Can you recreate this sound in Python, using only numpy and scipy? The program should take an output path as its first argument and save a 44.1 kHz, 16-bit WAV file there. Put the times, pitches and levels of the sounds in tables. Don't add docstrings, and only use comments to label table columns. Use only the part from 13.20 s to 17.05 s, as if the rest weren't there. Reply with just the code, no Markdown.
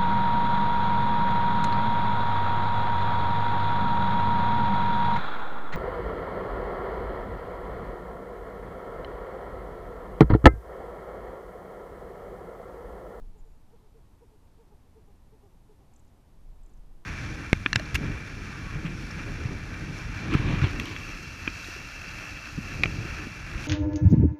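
import sys
import numpy as np
from scipy import signal
from scipy.fft import rfft, irfft, next_fast_len
from scipy.io import wavfile

SR = 44100
rng = np.random.default_rng(int(sys.argv[2]) if len(sys.argv) > 2 else 0)


def pcm_store(signal):
    levels = np.round(np.clip(np.atleast_2d(signal), -1, 1) * 32767)
    wavfile.write(sys.argv[1], SR, levels.astype(np.int16).T)


N = 169785
TIME = np.arange(N) / SR


def grouse():
    # (time of crest [s], crest pitch [Hz], fundamental level before onset and flutter [dB],
    # octave re fundamental [dB], swell half length [s], rise into the crest [share of pitch])
    hoots = [(0.049, 438, -68, -18, 0.018, 0.017), (0.164, 438.5, -63.5, -12, .022, .03),
             (.268, 454, -65, -14, 0.025, 0.018), (0.542, 477.7, -58, -14, 0.015, 0.15),
             (0.648, 433, -63.5, -9, .027, 0.011), (0.766, 456.4, -59.5, -17, 0.024, 0.03),
             (1.03, 484.3, -57, -12.5, 0.015, .12), (1.141, 437, -63, -16, 0.02, 0.021),
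             (1.409, 466, -59.5, -11, .023, .1), (1.525, 421.5, -63.5, -5, 0.02, .02),
             (1.777, 447, -57, -13.5, 0.022, .07), (1.895, 410, -63.5, -7, .026, 0.018),
             (2.142, 441.6, -58.5, -10.5, 0.02, 0.059), (2.251, 407, -62.5, -8, 0.027, 0.025),
             (2.506, 432, -60, -11, 0.023, 0.052), (2.619, 399.5, -68.5, -3, 0.016, 0.03)]
    third_db = -13
    fall_share, deepest_sag = 0.12, 0.27
    onset_s, attack_s = 0.023, 0.0027
    overtone_lag_s = 0.0036
    pitch_waver, flutter_db = 0.0055, 1.1
    echo_db, echo_t60_s = -26, 0.3

    out = np.zeros(N)
    waver = 1 + pitch_waver * drift(50)
    for crest_s, hz, db, octave_db, half_s, rise in hoots:
        near = np.abs(TIME - crest_s) < 0.1
        t = TIME[near] - crest_s

        bend = np.where(t < 0, rise, fall_share)
        sag = deepest_sag * np.tanh(bend * (t / half_s) ** 2 / deepest_sag)
        phase = phase_of(hz * (1 - sag) * waver[near])

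        fundamental = hoot_swell(t, half_s) * np.sin(phase)
        overtones = np.sin(2 * phase) + from_db(third_db) * np.sin(3 * phase)
        overtones = from_db(octave_db) * hoot_swell(t - overtone_lag_s, half_s) * overtones
        onset = (1 + np.tanh((t + onset_s) / attack_s)) / 2
        out[near] += np.sqrt(2) * from_db(db) * onset * (fundamental + overtones)

    out = out * from_db(flutter_db * drift(36))
    return out + from_db(echo_db) * scattered(out, echo_t60_s)


def hoot_swell(t, half_s):
    return 1 / (1 + (t / half_s) ** 2 / 2) ** 2


def small_bird():
    scatter_db, scatter_t60_s = -2, 0.03
    unsteady = drift(1400)
    out = ticks(unsteady) + thin_notes(unsteady)
    return out + from_db(scatter_db) * scattered(out, scatter_t60_s)


def ticks(unsteady):
    # (start time [s], sweep level before the resonances [dB], starting pitch [Hz])
    tick_table = [(2.735, -64.5, 8300), (2.7595, -59.5, 8330), (2.792, -65, 8160), (2.845, -75, 8500),
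                  (2.877, -71.5, 7400), (3.4316, -67.5, 8650), (3.459, -67, 8450), (3.493, -69, 8600),
                  (3.533, -67.5, 7340), (3.571, -69.5, 7570)]
    # (centre [Hz], width [Hz], gain [dB])
    tick_resonances = [(6080, 170, 2.5), (7070, 290, -5.5), (7730, 220, -3), (8250, 400, -9)]
    tick_s, fall_hz, rasp_hz = 0.0075, 2550, 660
    direct_db = -9

    sweeps = np.zeros(N)
    for start_s, db, hz in tick_table:
        near = (TIME > start_s) & (TIME < start_s + tick_s)
        progress = (TIME[near] - start_s) / tick_s
        pitch = hz - fall_hz * progress + rasp_hz * unsteady[near]
        envelope = np.sin(np.pi * progress)
        sweeps[near] += np.sqrt(2) * from_db(db) * envelope * np.sin(phase_of(pitch))

    out = from_db(direct_db) * sweeps
    for hz, width_hz, gain_db in tick_resonances:
        out += from_db(gain_db) * resonance(sweeps, hz, width_hz)
    return out


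def thin_notes(unsteady):
    # (time of middle [s], Gaussian half length [s], mean pitch [Hz], peak level before scatter [dB])
    note_table = [(.195, 0.011, 7120, -75), (0.295, 0.046, 7080, -83)]
    waver_hz = 320

    out = np.zeros(N)
    for middle_s, half_s, hz, db in note_table:
        swell = np.exp(-((TIME - middle_s) / half_s) ** 2 / 2)
        out += from_db(db) * swell * np.sin(phase_of(hz + waver_hz * unsteady))
    return out


def wind_buffet():
    # (time [s], level before the overall gain [dB])
    gusts = [(0, -38.5), (.34, -53.5), (.48, -60), (1.0, -57.5), (2.2, -57.5), (3.1, -60.5), (3.3, -49.5),
             (3.7, -46.5), (3.85, -53.5)]
    # (frequency [Hz], relative density [dB per Hz])
    buffet_colour = [(8, 2.5), (17, -6), (26, 0), (40, -14), (70, -23.5), (120, -29), (300, -42.5),
                     (1000, -65), (8000, -120)]
    gain_db, lumps_db = 2.5, 0.6

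    gust_db = np.interp(TIME, *np.transpose(gusts))
    level_db = gain_db + gust_db + lumps_db * drift(11)
    return from_db(level_db) * coloured_noise(buffet_colour)


def open_air():
    # (frequency [Hz], relative density [dB per Hz])
    air_colour = [(30, 1), (70, 1), (130, -5), (250, -10.5), (400, -16), (650, -20), (900, -19.5),
                  (1400, -29), (2500, -35.5), (6000, -47), (14000, -75)]
    level_db, flicker_db = -58.5, 0.3
    return from_db(level_db + flicker_db * drift(5.8)) * coloured_noise(air_colour)


def from_db(db):
    return 10 ** (np.asarray(db) / 20)


def rms_one(x):
    return x / np.sqrt(np.mean(x ** 2) + 1e-20)


def drift(rate_hz):
    r = np.exp(-2 * np.pi * rate_hz / SR)
    noise = rng.standard_normal(N + SR)
    wander = signal.lfilter([1], [1, -2 * r, r * r], noise)
    return rms_one(wander[SR:])


def coloured_noise(spectrum):
    hz, db = np.transpose(spectrum)
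    size = next_fast_len(N)
    f = np.maximum(np.arange(size // 2 + 1) * SR / size, 1e-3)
    gain = from_db(np.interp(np.log(f), np.log(hz), db))
    gain = gain * np.minimum(f / hz[0], 1) ** 2
    white = rfft(rng.standard_normal(size))
    return rms_one(irfft(white * gain, size)[:N])


def phase_of(hz):
    return 2 * np.pi * np.cumsum(hz) / SR


def scattered(x, t60_s):
    decay = from_db(-60 * TIME[:SR // 2] / t60_s)
    tail = rng.standard_normal(SR // 2) * decay
    return signal.fftconvolve(x, tail / np.sqrt(np.sum(tail ** 2)))[:N]


def resonance(x, hz, width_hz):
    r = np.exp(-np.pi * width_hz / SR)
    zeros = np.array([1, 0, -1]) * (1 - r * r) / 2
    poles = [1, -2 * r * np.cos(2 * np.pi * hz / SR), r * r]
    return signal.lfilter(zeros, poles, x + 1e-18)


def scene():
    return (grouse() + small_bird() + wind_buffet() + open_air())[None]


def record(dry):
    # (frequency [Hz], relative density [dB per Hz])
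    hiss_colour = [(500, -2.5), (2000, 1.5), (4000, 1.5), (6000, 0), (9000, -1), (12000, -1.5), (14000, -3)]
    hiss_db, cutoff_hz = -75.5, 13950
    noisy = dry + from_db(hiss_db) * coloured_noise(hiss_colour)
    low_pass = signal.ellip(12, 0.1, 70, cutoff_hz, fs=SR, output="sos")
    return signal.sosfilt(low_pass, noisy)


dry = scene()
out = record(dry)
pcm_store(out)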